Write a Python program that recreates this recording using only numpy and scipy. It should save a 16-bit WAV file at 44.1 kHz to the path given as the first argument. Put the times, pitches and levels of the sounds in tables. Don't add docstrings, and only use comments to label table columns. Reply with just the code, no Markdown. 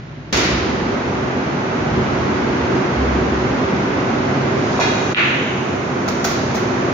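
import sys
import numpy as np
from scipy import signal
from scipy.fft import rfft, irfft
from scipy.io import wavfile
from scipy.ndimage import uniform_filter1d, minimum_filter1d

SR = 44100
rng = np.random.default_rng(int(sys.argv[2]) if len(sys.argv) > 2 else 0)


def dump_mix(stems):
    frames = np.atleast_2d(stems).T
    limited = np.clip(frames, -1, 1)
    pcm = np.round(limited * 32767).astype(np.int16)
    wavfile.write(sys.argv[1], SR, pcm)


N = 305613
T = np.arange(N) / SR
HZ = np.maximum(np.fft.rfftfreq(N, 1 / SR), 1)
SIDES = np.array([[1], [-1]])

HALL_ENTERS_S, TIP_S, SHAFT_S, CLACK_S = 0.3265, 4.7915, 4.7975, 5.1465

# (frequency [Hz], left-right correlation [-1..1])
STEREO_LIKENESS = [(60, 0.82), (150, 1), (280, 0.92), (500, 0.55), (900, -0.011), (2000, -0.025),
                   (7000, 0.025)]
# (frequency [Hz], left minus right [dB])
STEREO_LEAN = [(150, 0.9), (300, -1), (1000, -3.5), (2000, -1.3), (6000, 0.1), (14000, -4.5)]
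# (frequency [Hz], t60 [s])
HALL_DECAY = [(200, 1.9), (1000, 1.3), (2200, 1.62), (4000, 1.62), (6500, 0.47), (14000, 0.4)]
# (delay [s], left [dB], right [dB])
REFLECTIONS = [(.0009, -18, -8), (.0017, -14, -3), (.0053, -13, -12), (0.01, -14, -10), (0.014, -23, -19)]

# (frequency [Hz], level [dB])
ROOM_TONE_COLOUR = [(24, -63), (40, -48), (60, -6), (92, -30), (107, -6), (128, -2.5), (214, -19),
                    (248, -13.5), (382, -19), (425, -23.5), (2000, -30), (6800, -49), (8840, -86),
                    (15000, -120)]
# (frequency [Hz], level [dB])
FAN_AIR_COLOUR = [(44, -31), (75, -9.5), (135, -5), (166, -7.5), (260, 0.5), (292, -4), (373, -3),
                  (425, -7), (1530, -13), (1820, -17.5), (1960, -16), (3580, -28.5), (5000, -32.5),
                  (6070, -33), (6800, -36.5), (8840, -56), (15000, -120)]
# (frequency [Hz], width [Hz], level [dB])
FAN_HUMS = [(106.8, 4.2, -35), (132.1, 7.7, -30.5), (153.2, 14, -32.5), (196.4, 5.6, -30.5),
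            (224.7, 14, -33.5), (255.2, 13, -36), (319, 7.3, -43.5), (357.9, 13, -31.5), (374.7, 9.5, -28),
            (394.8, 20, -32), (593, 4.3, -46)]
# (time [s], boost [dB], half width [s])
FAN_SURGES = [(.74, 2.04, 0.048), (1.994, 5, 0.039), (2.75, 3, 0.058)]
# (start [s], level [dB], length [s])
RUMBLES = [(0.29, -26.5, 0.3), (1.027, -34, 0.14), (1.783, -27, 0.25), (2.38, -29, 0.19), (3.25, -30, 0.17),
           (4.648, -40, .4)]
# (frequency [Hz], level [dB])
RUMBLE_COLOUR = [(25, -56), (44, -27), (58, 2), (78, 3), (120, -15.5), (400, -93.5)]
# (time [s], level [dB])
FAR_KNOCKS = [(.295, 1), (.365, -5), (.435, -11.5)]
# (frequency [Hz], level [dB])
KNOCK_COLOUR = [(100, -14), (300, 2.5), (900, -2), (2000, 1), (3200, -2.5), (4500, -2.5), (6500, -1.5),
                (10000, -6), (15000, -20.5)]
# (time [s], level [dB])
FAR_BALL_HITS = [(.388, -2.5), (.435, -6)]
# (frequency [Hz], width [Hz], level [dB])
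BALL_MODES = [(1330, 590, -4), (2220, 920, 0.5), (2720, 590, 1.5), (3680, 2400, -16)]

# (frequency [Hz], level [dB])
SLIDE_COLOUR = [(300, -13), (1500, -8.5), (6500, -10), (10000, -24), (15000, -52)]
# (frequency [Hz], width [Hz], level [dB])
TIP_MODES = [(560, 340, 1.4), (950, 410, 1.6)]
# (frequency [Hz], width [Hz], level [dB])
SHAFT_MODES = [(870, 220, -2.5), (1470, 95, -0.5), (1700, 75, 1.5), (2065, 60, 0.5), (2450, 87, 3),
               (2830, 85, -5), (3340, 140, -4), (3846, 56, 0), (4300, 400, -8.5), (5290, 80, -6),
               (5660, 500, -10), (6300, 170, -10.5), (6670, 130, -8), (14000, 5100, -33)]
# (start [s], level [dB])
HISS_SWELLS = [(4.8, -36), (5.17, -49), (6.1, -42)]
# (frequency [Hz], level [dB])
HIGH_HISS_COLOUR = [(2000, -11.5), (5200, 2), (6150, 13), (7500, 4), (10000, -3), (15000, -18.5)]
# (frequency [Hz], width [Hz], level [dB])
CRACK_MODES = [(1300, 1200, -6.5), (2600, 1900, 0)]
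# (delay [s], level [dB])
WALL_SENDS = [(.003, -4.5), (0.0154, 2), (.058, -4)]
# (frequency [Hz], level [dB])
SLATE_COLOUR = [(200, -18), (550, -1), (1000, 0.5), (2000, -16), (5000, -50)]

# (time [s], level [dB], length [s], t60 [s], tilt [dB/octave])
POCKET_SLAPS = [(6.077, -21, 0.014, 0.063, -1), (6.242, -14.5, 0.012, 0.051, 0.5),
                (6.253, -29, 0.057, .3, 0.7), (6.543, -25.5, 0.01, 0.19, 0.5)]
# (frequency [Hz], level [dB])
SLAP_COLOUR = [(100, -7), (350, -1), (700, 0), (1400, 3), (2300, 0), (3000, -5.5), (4500, -2), (6200, -2),
               (7500, -4), (10000, -5), (13000, -14), (15000, -12.5), (18000, -29)]
# (time [s], level [dB], contact cut-off [Hz], left minus right [dB])
RAIL_KNOCKS = [(6.0788, -10.5, 2000, -1), (6.2462, -11, 5000, 1), (6.2482, -6, 4000, -4),
               (6.2522, -7.5, 4500, 3), (6.5455, -15.5, 900, -9), (6.5505, -13, 955, -5)]
# (frequency [Hz], width [Hz], level [dB])
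RAIL_MODES = [(500, 110, -4), (665, 64, 14.5), (875, 250, 1), (1350, 120, 8.5), (1800, 150, -5),
              (2280, 200, -6), (3700, 310, -13)]
# (time [s], level [dB], left minus right [dB])
FITTING_TICKS = [(6.08, -17, 0), (6.0852, -16, -3), (6.248, -11, -5), (6.252, -4, -6), (6.5507, -20, -4),
                 (6.559, -18, -9), (6.565, -20, 5)]
# (frequency [Hz], width [Hz], level [dB])
FITTING_MODES = [(2050, 500, -1), (5360, 320, 1), (6300, 400, 5), (14800, 1400, -14)]


def from_db(db):
    return 10 ** (np.asarray(db) / 20)


def ramp(start, length):
    return np.clip((T - start) / length, 0, 1)


def envelope(start, attack, length, t60):
    return ramp(start, attack) * np.exp(-np.log(1000) * np.maximum(T - start - length, 0) / t60)


def swell(start, rise, t60):
    age = np.maximum(T - start, 0)
    return (1 - np.exp(-age / rise)) * np.exp(-np.log(1000) * age / t60)


def wander(per_s):
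    knots = rng.standard_normal(size=8000)
    return np.interp(T * per_s, np.arange(len(knots)), knots)


def at_hz(points, hz=HZ):
    freqs, values = np.transpose(points)
    return np.interp(np.log(hz), np.log(freqs), values)


def delayed(x, s):
    return np.pad(x, (max(round(s * SR), 0), 0))[:N]


def diffuse(spectrum_db):
    mid, side = rfft(rng.standard_normal((2, N)))
    alike = np.clip(at_hz(STEREO_LIKENESS), -1, 1)
    pair = np.sqrt(1 + alike) * mid + np.sqrt(1 - alike) * side * SIDES
    noise = irfft(pair * from_db(spectrum_db + SIDES * at_hz(STEREO_LEAN) / 2), N)
    return noise / np.sqrt(np.mean(noise ** 2) + 1e-20)


def strike(time_s, level_db, modes, contact_hz):
    click, ring = np.full(N, 1e-18), 0
    click[round(time_s * SR)] = 1
    for k, (hz, width, db) in enumerate(modes):
        r = np.exp(-np.pi * width / SR)
        poles = [1, -2 * r * np.cos(2 * np.pi * hz / SR), r * r]
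        ring = ring + (-1) ** k * from_db(db) * (1 - r * r) * signal.lfilter([1, 0, -1], poles, click)
    ring = signal.sosfilt(signal.butter(6, contact_hz, fs=SR, output="sos"), ring)
    return from_db(level_db) * ring / np.abs(ring).max()


def hall_response(build_s, early_db, early_t60_share):
    noise, tail = rfft(diffuse(0)), 0
    octave = np.clip(np.log2(HZ / 125), 0, 7)
    for k in range(8):
        t60 = at_hz(HALL_DECAY, 125 * 2 ** k)
        band = irfft(noise * np.maximum(1 - np.abs(octave - k), 0), N)
        early = from_db(early_db) * swell(0, build_s, early_t60_share * t60)
        tail = tail + band * (swell(0, build_s, t60) + early)
    return tail / np.sqrt(np.sum(tail ** 2) / 2)


def reverb(send, hall):
    return signal.fftconvolve(np.atleast_2d(send), hall, axes=1)[:, :N]


def across_table(x, right_db, lag_s):
    left = x + sum(from_db(db) * delayed(x, s) for s, db, _ in REFLECTIONS)
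    right_direct = from_db(right_db) * delayed(x, lag_s)
    right = right_direct + sum(from_db(db) * delayed(x, s - lag_s) for s, _, db in REFLECTIONS)
    return np.array([left, right])


def room_tone(level_db):
    return from_db(level_db) * diffuse(at_hz(ROOM_TONE_COLOUR))


def fans(air_db, hum_db, hiss_db, surge_below_hz):
    hum_power = sum(from_db(db) ** 2 / width / (1 + (2 * (HZ - hz) / width) ** 2) ** 2
                    for hz, width, db in FAN_HUMS)
    air = from_db(air_db) * diffuse(at_hz(FAN_AIR_COLOUR))
    drone = air + from_db(hum_db) * diffuse(10 * np.log10(hum_power))
    low_end = irfft(rfft(drone) / (1 + (HZ / surge_below_hz) ** 2) ** 2, N)
    surge_db = sum(db * np.exp(-((T - s) / width) ** 2) for s, db, width in FAN_SURGES)
    surges = (from_db(surge_db) - 1) * low_end
    hiss = from_db(hiss_db) * diffuse(0)
    fader_db = -19 - 1.88 * (1 - ramp(start=1.55, length=0.56))
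    return from_db(fader_db) * (drone + surges + hiss)


def deep_rumbles(level_db):
    power = sum((from_db(db) * envelope(s, attack=0.059, length=length, t60=2.8)) ** 2
                for s, db, length in RUMBLES)
    return from_db(level_db) * np.sqrt(power) * diffuse(at_hz(RUMBLE_COLOUR))


def dying_knocks(hall, level_db):
    tail = irfft(rfft(hall) * from_db(at_hz(KNOCK_COLOUR)), N)
    tail = from_db(level_db) * tail / np.std(tail[:, :SR // 10])
    return sum(from_db(db) * np.array([delayed(side, s) for side in tail]) for s, db in FAR_KNOCKS)


def far_clacks(hall):
    return reverb(sum(strike(s, db, BALL_MODES, contact_hz=2620) for s, db in FAR_BALL_HITS), hall)


def deep_hum(hz, waver_hz, level_db):
    pitch_hz = hz + waver_hz * wander(per_s=11)
    tone = np.sqrt(2) * np.sin(2 * np.pi * np.cumsum(pitch_hz) / SR)
    return from_db(level_db) * envelope(start=2.925, attack=0.07, length=0.22, t60=1.15) * tone


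def cue_slide(stroke_s, level_db):
    start = TIP_S - stroke_s
    speed = ramp(start, stroke_s)
    rubbing = speed * envelope(start, attack=stroke_s, length=stroke_s, t60=0.22)
    return from_db(level_db) * rubbing * diffuse(at_hz(SLIDE_COLOUR))


def cue_strike(hall, tip_wet_db, shaft_wet_db):
    tip = strike(TIP_S, level_db=0.5, modes=TIP_MODES, contact_hz=2300)
    shaft = strike(SHAFT_S, level_db=-13, modes=SHAFT_MODES, contact_hz=15200)
    send = from_db(tip_wet_db) * tip + from_db(shaft_wet_db) * shaft
    return across_table(tip + shaft, right_db=0.5, lag_s=0.00005) + reverb(send, hall)


def high_hiss(rise_s, t60_s):
    level = sum(from_db(db) * swell(s, rise_s, t60_s) for s, db in HISS_SWELLS)
    return level * diffuse(at_hz(HIGH_HISS_COLOUR))


def clack(hall, level_db, wet_db, crack_db):
    crack = strike(CLACK_S, level_db + crack_db, CRACK_MODES, contact_hz=3600)
    ring = strike(CLACK_S, level_db + wet_db, BALL_MODES, contact_hz=4150)
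    send = sum(from_db(db) * delayed(ring, s) for s, db in WALL_SENDS)
    return across_table(crack, right_db=-8.5, lag_s=0.00015) + reverb(send, hall)


def slate_rumble(fade_s, level_db):
    drop_s = POCKET_SLAPS[0][0]
    on_slate = ramp(CLACK_S, fade_s) * (1 - ramp(drop_s, fade_s))
    return from_db(level_db) * on_slate * diffuse(at_hz(SLATE_COLOUR))


def pocket_drop(hall, bright_wet_db, rail_wet_db, grain_db):
    slaps = 0
    for s, db, length, t60, tilt in POCKET_SLAPS:
        noise = diffuse(at_hz(SLAP_COLOUR) + tilt * np.log2(HZ))
        slaps = slaps + from_db(db) * envelope(s, attack=0.0019, length=length, t60=t60) * noise
    scuffs = slaps * from_db(grain_db * wander(per_s=500))
    knocks = sum(strike(s, db, RAIL_MODES, contact_hz) * from_db(SIDES * pan_db / 2)
                 for s, db, contact_hz, pan_db in RAIL_KNOCKS)
    ticks = sum(strike(s, db, FITTING_MODES, contact_hz=15100) * from_db(SIDES * pan_db / 2)
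                for s, db, pan_db in FITTING_TICKS)
    bright = scuffs + ticks
    send = from_db(bright_wet_db) * bright + from_db(rail_wet_db) * knocks
    return bright + knocks + reverb(send, hall)


def scene():
    hall = hall_response(build_s=0.0042, early_db=-5.5, early_t60_share=0.45)
    quiet = room_tone(level_db=-31)
    ambience = (fans(air_db=1, hum_db=-5.5, hiss_db=-51, surge_below_hz=550)
                + deep_rumbles(level_db=-3.5)
                + dying_knocks(hall, level_db=-17)
                + far_clacks(hall)
                + deep_hum(hz=66, waver_hz=0.6, level_db=-22))
    shot = (cue_slide(stroke_s=0.56, level_db=-34)
            + cue_strike(hall, tip_wet_db=-0.5, shaft_wet_db=18)
            + high_hiss(rise_s=0.031, t60_s=6.3)
            + clack(hall, level_db=16.1, wet_db=-5, crack_db=1.5)
            + slate_rumble(fade_s=0.031, level_db=-28.5)
            + pocket_drop(hall, bright_wet_db=-2.5, rail_wet_db=-10, grain_db=2.5))
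    return np.where(T < HALL_ENTERS_S, quiet, ambience + shot)


def limiter(x, ceiling_db, attack_db_per_s, release_db_per_s, slow_share, slow_db_per_s):
    over_db = np.maximum(20 * np.log10(np.abs(x).max(axis=0) + 1e-9) - ceiling_db, 0)
    ahead = np.maximum.accumulate((over_db - attack_db_per_s * T)[::-1])[::-1] + attack_db_per_s * T
    fast = np.maximum.accumulate(over_db + release_db_per_s * T) - release_db_per_s * T
    slow = np.maximum.accumulate(slow_share * over_db + slow_db_per_s * T) - slow_db_per_s * T
    gain_db = minimum_filter1d(-np.maximum.reduce([ahead, fast, slow]), size=64)
    return x * from_db(uniform_filter1d(gain_db, size=64))


def record(dry):
    body = signal.sosfilt(signal.ellip(7, .3, 70, 6920, fs=SR, output="sos"), dry)
    treble = signal.sosfilt(signal.butter(6, 8800, "high", fs=SR, output="sos"), dry)
    top = signal.lfilter(*signal.iirpeak(14950, 16, fs=SR), treble)
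    coloured = body + from_db(-16) * treble + from_db(-3) * top
    limited = limiter(coloured, ceiling_db=-4.5, attack_db_per_s=1300, release_db_per_s=620,
                      slow_share=0.22, slow_db_per_s=2.5)
    return signal.sosfilt(signal.ellip(10, .2, 80, 15700, fs=SR, output="sos"), limited)


dry = scene()
out = record(dry)
dump_mix(out)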